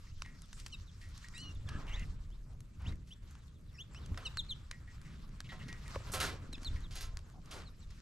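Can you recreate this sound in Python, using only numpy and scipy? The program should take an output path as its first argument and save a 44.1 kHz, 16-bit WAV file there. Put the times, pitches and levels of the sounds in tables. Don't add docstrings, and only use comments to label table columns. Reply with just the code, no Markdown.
import sys
import numpy as np
from scipy import signal
from scipy.fft import rfft, irfft, next_fast_len
from scipy.io import wavfile
from scipy.ndimage import uniform_filter1d, map_coordinates

SR = 44100
rng = np.random.default_rng(int(sys.argv[2]) if len(sys.argv) > 2 else 0)


def master_out(mix):
    frames = np.transpose(np.atleast_2d(mix))
    ceiling = np.clip(frames, -1, 1)
    pcm = np.round(ceiling * 32767).astype(np.int16)
    wavfile.write(sys.argv[1], SR, pcm)


def volts_from_decibels(level):
    exponent = np.asarray(level, float) / 20
    return 10 ** exponent


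N = 353461
OPPOSITE = np.array([[1], [-1]])


def shape(x, points):
    size = next_fast_len(x.shape[-1])
    hz, db = np.transpose(points)
    bins_hz = np.arange(size // 2 + 1) * SR / size
    gain = volts_from_decibels(np.interp(np.log(bins_hz + 1), np.log(hz), db))
    return irfft(rfft(x, size) * gain, size)[..., :x.shape[-1]]


def band(x, hz, width_hz):
    return signal.lfilter(*signal.iirpeak(min(hz, .45 * SR), hz / width_hz, fs=SR), x)


def twice(x, hz, width_hz):
    return band(band(x, hz, width_hz), hz, width_hz)


def unit(x):
    return x / np.sqrt(np.mean(x ** 2))


def walk(rate):
    k = int(SR / rate)
    held = np.repeat(rng.standard_normal(N // k + 1), k)
    return 2.6 * uniform_filter1d(uniform_filter1d(held, k), k)[:N]


def add(track, s, x):
    i = int(s * SR)
    track[i:i + len(x)] += x[:N - i]


def swells(t, rows, bed_db, colour_db, steps, rise):
    total = volts_from_decibels(np.array(bed_db))[:, None] ** 2
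    for s, ms, db, tilt_db in rows:
        fade_db = -12000 * np.maximum(t - s, (s - t) / rise) / ms
        tint_db = (colour_db + tilt_db * np.array(steps))[:, None]
        total = total + volts_from_decibels(db + fade_db + tint_db) ** 2
    return 10 * np.log10(total)


def grit(size, grain_db):
    return rng.standard_normal(size) * volts_from_decibels(grain_db * np.minimum(rng.exponential(size=size), 3))


# f/Hz, level/dB
UNLIKE = [(30, -22), (70, -34), (140, -9.5), (260, -10.5), (600, -7), (2000, -7), (8000, -6.5), (13000, 1)]


def pair():
    mid, side = rng.standard_normal((2, N))
    return mid + shape(side, UNLIKE) * OPPOSITE


# f/Hz, level/dB
WIND_TONE = [(8.8, -28), (15, 2.5), (27, 0.5), (41, -1.5), (86, 3), (291, -24), (400, -32), (650, -39),
             (1100, -100)]
# f/Hz, level/dB
WIND_BANDS = [
    [(42, 0), (50, -4), (65, -30)],
    [(38, -30), (50, -4), (60, 0), (110, 0), (130, -4), (170, -30)],
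    [(100, -30), (130, -4), (155, 0)],
]
# t/s, fade/ms, strength/dB, slow buffeting over the strength/dB
GUSTS = [(.2, 160, -55.5, 5.5), (.8, 210, -57, 2), (1.76, 230, -47, -3), (2.03, 340, -48, 6.5),
         (2.882, 104, -39, 2), (4.13, 170, -49.5, -2.5), (4.53, 540, -55, 3), (5.1, 320, -55, -7),
         (5.6, 330, -52.5, -13.5), (5.99, 270, -46.5, 1.5), (6.25, 350, -54, -15), (6.75, 173, -45.5, 4.5),
         (7.05, 310, -51.5, 5.5), (7.62, 120, -56, -2)]


def wind():
    noise = shape(pair(), WIND_TONE)
    t = np.arange(0, N, 16) / SR
    levels = swells(t, GUSTS, bed_db=(-58.5, -57.5, -64), colour_db=(0, -2, -8.5),
                    steps=(0.93, 0, -0.52), rise=0.79)
    levels = np.repeat(levels, 16, axis=1)[:, :N]
    out = np.zeros((2, N))
    for db, part in zip(levels, WIND_BANDS):
        throb_db = 1.26 * walk(14)
        out += unit(shape(noise, part)) * volts_from_decibels(db + throb_db)
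    return out


def sleet():
    hits = (rng.random(N) < 7 / SR) * volts_from_decibels(-50 + 2 * rng.standard_normal(N))
    return twice(hits, 11500, 900.) + volts_from_decibels(-22) * band(hits, 7000., 6000.)


# f/Hz, level/dB
CRACKLE_TONE = [(150, -32), (260, -1.5), (750, -3.5), (1200, 6), (2000, 2.5), (3000, 3), (4000, 4.5),
                (8000, 2), (9300, -6), (12500, -6)]
# t/s, fade/ms, level/dB, brightness per step up the colours/dB
STIRS = [(.1, 810, -81, 5.5), (.62, 350, -77, 5), (1.23, 310, -71, 2.5), (1.45, 150, -72, -0.5),
         (1.74, 190, -69, -0.5), (1.83, 260, -64.5, -8), (1.97, 224, -64, -1.5), (2.9, 76, -65.5, -1),
         (3.3, 170, -79, 1.5), (4.02, 230, -66, -4.5), (4.25, 207, -62, -3.5), (5.0, 1130, -72, -2),
         (5.62, 440, -67.5, -2), (5.958, 265, -60, -2), (6.11, 30, -70.5, -11), (6.235, 89, -50, -2),
         (6.3, 360, -62, -7.5), (6.72, 310, -65.5, -1), (7.1, 180, -66, -6), (7.35, 130, -73, -6),
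         (7.563, 106, -55, -5), (7.95, 290, -78.5, 3.5)]


def rustle():
    colour_hz, width_hz = (470., 1500., 5800., 10500.), (650., 1600., 3000., 4500.)
    t = np.arange(0, N, 128) / SR
    levels = swells(t, STIRS, bed_db=(-77.5, -81, -84, -81), colour_db=(-3, 0.5, -2.5, -7),
                    steps=(-1.47, 0.76, 1.92, 1.2), rise=0.83)
    per_hz = levels - 10 * np.log10(width_hz)[:, None]
    noise = shape(pair() * volts_from_decibels(2.32 * rng.exponential(size=N)), CRACKLE_TONE)
    hz, s, cells = signal.stft(noise, SR, nperseg=512, noverlap=384)
    place = np.interp(np.log(hz + 1), np.log(colour_hz), range(4))
    grid = np.meshgrid(place, np.arange(len(s)), indexing="ij")
    patches = rng.standard_normal((12, len(s)))
    patches = unit(uniform_filter1d(uniform_filter1d(patches, size=9), size=9))
    db = map_coordinates(per_hz, grid, order=1, mode="nearest")
    db += 2.4 * map_coordinates(patches, [grid[0] * 11 / 3, grid[1]], order=1)
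    out = signal.istft(cells * volts_from_decibels(db + 36.5), SR, nperseg=512, noverlap=384)[1][:, :N]
    return out * volts_from_decibels(.8 * walk(50))


WOBBLE = .005
# t/s, length/ms, first f/Hz, last f/Hz, level/dB
FALLS = [
    (1.545, 30, 3800, 3300, -67.5),
    (1.665, 28, 3770, 3050, -62),
    (4.367, 49.7, 4560, 3120, -39),
    (4.485, 55, 4400, 2830, -42.5),
    (7.646, 55, 4630, 3570, -62.5),
    (7.804, 50, 4470, 3420, -66.5),
]
# t/s, length/ms, first f/Hz, last f/Hz, level/dB
HELD = [
    (6.526, 32, 4270, 3340, -50),
    (6.646, 43, 4450, 3420, -46),
]
# t/s, level/dB
FAR_FALLS = [(.415, -72), (0.863, -67.5), (3.405, -80), (3.535, -80), (3.672, -78.5), (4.015, -68.5),
             (6.827, -63.5)]
# t/s, length/ms, first f/Hz, last f/Hz, level/dB
RISES = [
    (.102, 31, 2350, 3100, -74),
    (3.776, 59, 2410, 3770, -50.5),
]
# t/s, length/ms, first f/Hz, last f/Hz, level/dB
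SEEPS = [(.172, 30, 3600, 2800, -74), (1.226, 30, 7000, 7400, -73), (1.262, 22, 4400, 4600, -72),
         (1.38, 32, 4450, 4900, -62), (1.922, 46, 2800, 4030, -52), (2.305, 49, 2900, 3840, -72),
         (2.853, 33, 2350, 3950, -54), (2.884, 15, 3950, 3860, -58), (2.868, 16, 6400, 7640, -67),
         (2.92, 18, 2000, 2190, -63.5), (3.105, 36, 2730, 3720, -56), (3.125, 17, 5800, 5720, -66),
         (3.772, 10, 4700, 5100, -68), (3.915, 46, 7100, 8000, -70), (4.35, 22, 7300, 7700, -70),
         (4.63, 29, 7200, 8000, -83), (7.235, 36, 8000, 5740, -76), (7.31, 31, 7540, 6100, -79),
         (7.788, 27, 7300, 7900, -72)]
# t/s, length/ms, first f/Hz, last f/Hz, level/dB
BUZZES = [(.718, 10, 6900, 8200, -69), (1.345, 22, 4650, 5000, -64), (1.39, 18, 4700, 4850, -64),
          (1.503, 20, 5450, 5700, -69), (1.926, 24, 5700, 6900, -63), (3.737, 38, 5600, 5300, -70),
          (3.739, 40, 2140, 1750, -70), (3.768, 16, 6800, 7900, -74), (3.786, 13, 5000, 3900, -71)]
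# t/s, length/ms, first f/Hz, last f/Hz, level/dB
REEDS = [
    (3.947, 44, 2450, 3200, -60),
    (6.544, 15.7, 2690, 2520, -54),
]


def whistles():
    out, wobble, hoarse = np.zeros(N), 1 + WOBBLE * walk(400), walk(700)
    far = [(s, 46, 4200, 3130, db) for s, db in FAR_FALLS]
    fall_db, rise_db, reed_db, pure_db = (-21.5, -31, -55), (-13, -34, -28), (-6, -40, -32), (-30, -60, -60)
    kinds = [(FALLS, fall_db, .1, 1.3), (HELD, fall_db, .1, .35), (RISES, rise_db, .1, 1.3),
             (REEDS, reed_db, .15, .5), (SEEPS, pure_db, .2, .7), (far, pure_db, .4, .7),
             (BUZZES, pure_db, .55, .6)]
    mirror_hz = 24000
    for rows, over_db, rough, power in kinds:
        for s, ms, first_hz, last_hz, db in rows:
            u = np.linspace(0, 1, int(ms * SR / 1000))
            here = slice(int(s * SR), int(s * SR) + len(u))
            glide = u + 0.023 * np.sin(2 * np.pi * u + np.pi)
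            hz = first_hz + (last_hz - first_hz) * glide
            phase = 2 * np.pi * np.cumsum(hz * wobble[here]) / SR + rough * hoarse[here]
            swell = np.sin(np.pi * u ** 1.08) ** power
            low = (u if last_hz < first_hz else 1 - u) ** 0.88
            mirror = volts_from_decibels(-5) * np.sin(2 * np.pi * mirror_hz * u * ms / 1000 - 3 * phase)
            third = (np.sin(3 * phase) + mirror) * np.clip((mirror_hz / 2 - 3 * hz) / 300, 0, 1)
            overtones = [2 * low * np.sin(2 * phase), third, np.sin(4 * phase)]
            tone = np.sin(phase) + volts_from_decibels(over_db) @ overtones
            add(out, s, np.sqrt(2) * volts_from_decibels(db) * tone * swell)
    return out * volts_from_decibels(.7 * walk(200))


# t/s, low voice f/Hz, high voice f/Hz, low level/dB, high level/dB
ARCH = [(1.341, 2290, 3720, -63, -57), (1.365, 2540, 3890, -60, -54), (1.383, 2820, 4080, -52.5, -59),
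        (1.415, 2980, 4250, -54, -55), (1.445, 2950, 4380, -51.5, -59), (1.452, 2880, 4200, -53, -62),
        (1.485, 2895, 4200, -54, -65), (1.503, 2734, 4240, -58, -87), (1.525, 2900, 4100, -57, -90)]
# t/s, length/s, first f of the low voice/Hz, level/dB
CHIPS = [
    (0.719, 0.039, 3130, -47),
    (4.248, 0.037, 3106, -41),
]
# t as share of length, low f and high f as shares of the first, low level/dB, high level/dB
CHIP_COURSE = [(0, 1, 1.43, -18, -32), (.22, .97, 1.4, -4, -9), (.42, .92, 1.31, 0, -4),
               (.7, 0.85, 1.2, -3, -4), (.85, .83, 1.2, -9, -5), (1, 0.85, 1.21, -20, -16)]
MIXES = [(2, 0), (0, 2), (-1, 1), (-1, 2), (1, 1), (1, 2), (0, 3), (2, 2)]


def two_voiced_calls():
    out, waver = np.zeros(N), walk(260)
    chip_mix_db = (-16, -16, -24, -15, -30, -34, -36, -38)
    arch_mix_db = (-12, -36, -30, -30, -34, -40, -40, -40)
    calls = [(ARCH, arch_mix_db, 1.5)]
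    for s, length, hz, db in CHIPS:
        note = [(s + u * length, hz * low, hz * high, db + low_db, db + high_db)
                for u, low, high, low_db, high_db in CHIP_COURSE]
        calls.append((note, chip_mix_db, 2.5))
    times = np.array(MIXES)
    share = np.abs(times) / np.abs(times).sum(axis=1, keepdims=True)
    for note, mix_db, rough_db in calls:
        s, *columns = np.transpose(note)
        t = np.arange(s[0], s[-1], 1 / SR)
        smooth = np.array([uniform_filter1d(np.interp(t, s, c), size=150, mode="nearest") for c in columns])
        voices_hz, voices_db = smooth[:2], smooth[2:]
        rough = np.array([waver[int((s[0] + k / 20) * SR):][:len(t)] for k in range(10)])
        phase = 2 * np.pi * np.cumsum(voices_hz * (1 + .5 * WOBBLE * rough[:2]), axis=1) / SR
        tone = np.sum(volts_from_decibels(voices_db + .7 * rough[:2]) * np.sin(phase), axis=0)
        level = share @ voices_db + np.array(mix_db)[:, None] + rough_db * rough[2:]
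        tone = tone + np.sum(volts_from_decibels(level) * np.sin(times @ phase + .6 * rough[2:]), axis=0)
        add(out, s[0], tone * signal.windows.tukey(len(t), .15))
    return out


def trunks(x):
    t = np.arange(SR // 2) / SR
    tail = rng.standard_normal((2, len(t))) * 1000. ** (-t / .3) * np.minimum(t / .012, 1)
    tail = tail / np.sqrt(np.sum(tail ** 2) / 2)
    return volts_from_decibels(-17) * signal.fftconvolve(x[None], tail, axes=1)[:, :N]


# t/s, length/ms, f/Hz,
# width/Hz, level/dB
SCRAPES = [(0.53, 90, 7700, 2300, -68), (1.342, 86, 7600, 1500, -66), (1.4, 190, 264, 130, -67),
           (1.675, 113, 1660, 130, -61), (1.684, 127, 1250, 200, -61), (1.691, 98, 2820, 900, -66.5),
           (1.78, 58, 980, 700, -59), (1.872, 85, 2100, 450, -59), (1.872, 64, 2820, 400, -58),
           (1.95, 102, 2000, 350, -60.5), (1.964, 79, 2660, 500, -60), (1.821, 160, 890, 900, -64),
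           (5.597, 40, 2800, 302, -61.5), (5.488, 32, 3460, 900, -60.5), (2.79, 147, 1100, 1830, -64),
           (3.068, 76, 3370, 6000, -72.5), (2.458, 104, 576, 510, -72.5), (3.221, 200, 1330, 1400, -76.5),
           (5.071, 102, 2000, 3000, -68), (5.44, 37, 2850, 1690, -62), (6.117, 18, 7600, 6000, -51),
           (6.212, 40, 1500, 398, -43), (6.614, 30, 4740, 4000, -63), (6.94, 134, 6640, 300, -66),
           (6.953, 11, 10900, 4000, -58), (7.007, 20, 11500, 3100, -57), (7.33, 71, 760, 200, -68),
           (7.52, 70, 520, 400, -61.5), (7.521, 73, 1250, 300, -62)]


def scrapes():
    out = np.zeros(N)
    for s, ms, hz, width_hz, db in SCRAPES:
        drag = unit(twice(grit(16384, 1.5), hz, 1.2 * width_hz))[:int(ms * SR / 1000)]
        add(out, s, volts_from_decibels(db) * drag * signal.windows.tukey(len(drag), .2))
    return out * volts_from_decibels(.6 * walk(90))


# t/s, level/dB, drive/ms
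RINGS = [(0.069, -77, 18), (.248, -65.5, 42), (1.013, -73.5, 65), (1.242, -66.5, 16), (1.337, -70.5, 38),
         (4.725, -70, 26), (4.875, -71.5, 29), (5.049, -72.5, 32), (5.49, -66.5, 36), (5.598, -70, 61),
         (5.685, -64.5, 43), (5.855, -69.5, 45), (6.76, -65.5, 16)]
# f/Hz, level/dB, t60/s
MESH_MODES = [(1907, 4, 0.15), (2060, -6.5, 0.012), (1780, -7, 0.15)]


def mesh():
    drive, t = np.zeros(N), np.arange(8192) / SR
    for s, db, ms in RINGS:
        add(drive, s, volts_from_decibels(db + 33.0) * rng.standard_normal(8192) * np.exp(-1000 * t / ms))
    return sum(volts_from_decibels(db) * band(drive, hz, np.log(1000) / np.pi / t60) for hz, db, t60 in MESH_MODES)


# t/s, level/dB, f/Hz, t60/ms
THUMPS = [(.2212, -53, 520, 12), (1.753, -26, 111, 24), (4.119, -28, 81, 52), (4.3718, -49, 480, 7.4),
          (5.949, -39, 1240, 11), (5.958, -26.5, 1870, 1.6), (5.9602, -35.5, 1100, 22),
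          (5.9606, -32.5, 544, 32), (5.964, -51, 70, 54), (6.005, -44.5, 605, 12), (6.067, -52, 610, 18),
          (6.068, -55, 1560, 14), (6.097, -47, 555, 23), (6.098, -47, 1510, 9.2), (6.099, -40, 148, 30)]


def thumps():
    out, t = np.zeros(N), np.arange(4096) / SR
    wings = [(6.492 + k * .043, -44 - .7 * k, 255, 42) for k in range(6)]
    for s, db, hz, ms in THUMPS + wings:
        add(out, s, volts_from_decibels(db) * np.sin(2 * np.pi * hz * t) * 1000. ** (-1000 * t / ms))
    return out


def strikes(table, modes, rise, grain_db, blow, dull, size):
    out = np.zeros(N)
    settle = np.cos(np.linspace(0, np.pi / 2, size))
    for s, peak_db, knock_db, snap_db, ms in table:
        t = np.arange(size) * 1000 / SR / max(ms, .3)
        contacts = grit(size, grain_db) * np.minimum(t / rise, 1) * np.exp(-t)
        clean = min(1, 1.3 / ms) ** 2 if ms < 10 else 1
        contacts[np.argmax(t > rise)] -= blow * clean
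        levels = volts_from_decibels(peak_db + np.array([knock_db, -18., snap_db]))
        hit = np.zeros(size)
        for k, (mode, level) in enumerate(zip(modes, levels)):
            part = (-1) ** k * twice(contacts, *mode)
            part = part * np.exp(-dull * k * t ** 2) * settle
            hit += level * part / np.sqrt(np.max(uniform_filter1d(part ** 2, size=200)))
        add(out, s, hit)
    return out


# t/s, level/dB, knock level/dB, snap level/dB, settling/ms
JOLTS = [(0.4907, -73, -10, -17, 61), (1.0111, -46.5, -39, -38, 61), (4.1759, -46.5, -11.5, -21, 37),
         (5.4919, -67, -12, -27, 74), (5.52, -59.5, 3.5, -13, 22), (5.5997, -52, -22, -36, 22),
         (5.682, -38.5, -30, -43, 21), (6.0675, -44, -16.5, -26, 87), (6.135, -26, -20.5, -19, 50),
         (6.2014, -23, -21, -20.5, 7.4), (6.2076, -22, -24, -25, 77), (6.757, -71, -19, -30, 20),
         (6.9052, -40, -29, -35, 160), (6.9535, -32.5, -30, -31, 70), (7.007, -33.5, -29.5, -27, 56),
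         (7.5078, -35, -28.5, -29.5, 73), (7.6, -48, -16, -30, 28)]
# f/Hz, width/Hz
JOLT_MODES = [
    (1500, 4460),
    (4200, 4200),
    (10000, 9800),
]
# f/Hz, width/Hz, level/dB
TUBE = [(293, 16, 18), (520, 14, 13), (733, 11, 14), (1050, 9.3, 13), (1323, 18, 10), (1600, 23, 4),
        (2740, 24, -10), (402, 19, 17.5), (633, 53, 8), (930, 14, 3), (1440, 190, -5), (2000, 12, 4),
        (2350, 5.9, 3.5)]


def jolts():
    nuts = strikes(JOLTS, JOLT_MODES, rise=0.035, grain_db=6.0, blow=2.2, dull=0.31, size=12000)
    return nuts + volts_from_decibels(3) * sum(volts_from_decibels(db) * band(nuts, hz, width_hz) for hz, width_hz, db in TUBE)


# t/s, level/dB, hollow knock level/dB, contact/ms
PECKS = [(0.2203, -26.5, -15, 1.3), (0.26, -46.5, -12, 1.8), (0.529, -36.5, -19.5, 2.2),
         (0.596, -38.5, -35, 7), (0.662, -30.5, -22.5, 3), (1.1767, -37, -29, 2), (1.244, -47, -15, 3.9),
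         (1.284, -37, -27, 2.3), (1.687, -36, -15, 5.3), (1.994, -39.5, -34, 3), (3.9456, -45, -11.5, 3.6),
         (4.0598, -40, -22, 1.9), (4.174, -35.5, -11.5, 3.1), (4.371, -29, -12.5, 1.496),
         (4.7112, -29, -18, 2.6), (4.98, -65, -1, 2.5), (5.4031, -29, -20.5, 2), (5.727, -34.5, -20, 1.75),
         (7.1707, -29, -22.5, 1.2), (7.1904, -43.5, -23, 1.3), (7.457, -44.5, -31, 3.1),
         (7.903, -46.5, -22, 7)]
# t/s, snap level/dB, body level under the snap/dB
TICKS = [(.41, -74, -4), (.419, -51.5, -4), (.458, -65, -8), (.676, -62, -12), (.681, -56, -4),
         (1.088, -61, -11), (1.379, -47, -5), (1.549, -62, -19), (1.868, -71, 7.5), (2.6048, -56, -2),
         (2.82, -64, -4), (2.956, -66, -4), (3.096, -70, -8), (3.3094, -59, -8), (3.352, -70, 6),
         (3.47, -68, -12), (3.73, -74, -2), (3.936, -64, -14), (4.144, -75.5, 10), (4.448, -70, 4),
         (5.015, -61.5, 1.5), (5.4045, -54, -21), (5.879, -53, -0.5), (5.895, -62, -10), (5.908, -63, 2),
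         (6.02, -64, -8), (6.363, -70, -7), (6.5286, -54.5, 1), (6.532, -51, -1), (6.58, -71, 7.5),
         (6.631, -56.5, 1), (6.646, -53, 1), (6.702, -72, 5), (6.8054, -61, -11), (7.299, -67, 1.5)]
# f/Hz, width/Hz
PECK_MODES = [
    (1450, 1560),
    (5200, 5100),
    (9000, 7500),
]


def pecks():
    rows = [(s, db, knock_db, -48.5 - 5.2 * ms, ms) for s, db, knock_db, ms in PECKS]
    for s, db, body_db in TICKS:
        rows.append((s, db + body_db + 14.0, -19.5 + 1.5 * body_db, -21.0 - body_db, 1.5))
    hits = strikes(rows, PECK_MODES, rise=0.8, grain_db=6.5, blow=13., dull=.003, size=1024)
    return hits + volts_from_decibels(-22) * np.roll(hits, int(.0095 * SR))


def place(x, left_over_right_db):
    return x * volts_from_decibels(left_over_right_db / 2 * OPPOSITE)


# f/Hz, level/dB
SHADE = [(100, -30), (300, -26), (1000, -33), (3000, -31), (8000, -8.5), (13000, -12)]


def scene():
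    birds = whistles() + two_voiced_calls()
    bill, nuts, drags, feeder = pecks(), jolts(), scrapes(), mesh() + thumps() + sleet()
    near = bill + nuts + drags + feeder
    placed = place(bill, -0.39) + place(nuts, -2) + place(drags, 0.14)
    placed = placed + place(feeder, 0.025) + place(birds, -0.13)
    shade = shape(np.roll(near, 37), SHADE) * OPPOSITE
    echo = trunks(birds + volts_from_decibels(-12) * near)
    return placed + shade + echo + wind() + rustle()


def roll_off(x):
    return signal.sosfilt(signal.butter(12, 14500, fs=SR, output="sos"), x)


# f/Hz, left lead/radians
PORTS = [(0, 0), (3190, -1.1), (5080, -0.2), (10800, 0.0), (13900, 0.2)]
# f/Hz, level/dB
MIC = [(12000, 2), (13000, -2.5), (13800, -9), (14600, -17), (15500, -30)]


def record(dry):
    size = next_fast_len(N)
    lead = np.interp(np.arange(size // 2 + 1) * SR / size, *np.transpose(PORTS))
    turned = rfft(dry, size) * np.exp(.5j * lead * OPPOSITE)
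    ports = irfft(turned, size)[:, :N]
    return roll_off(shape(ports, MIC))


dry = scene()
out = record(dry)
master_out(out)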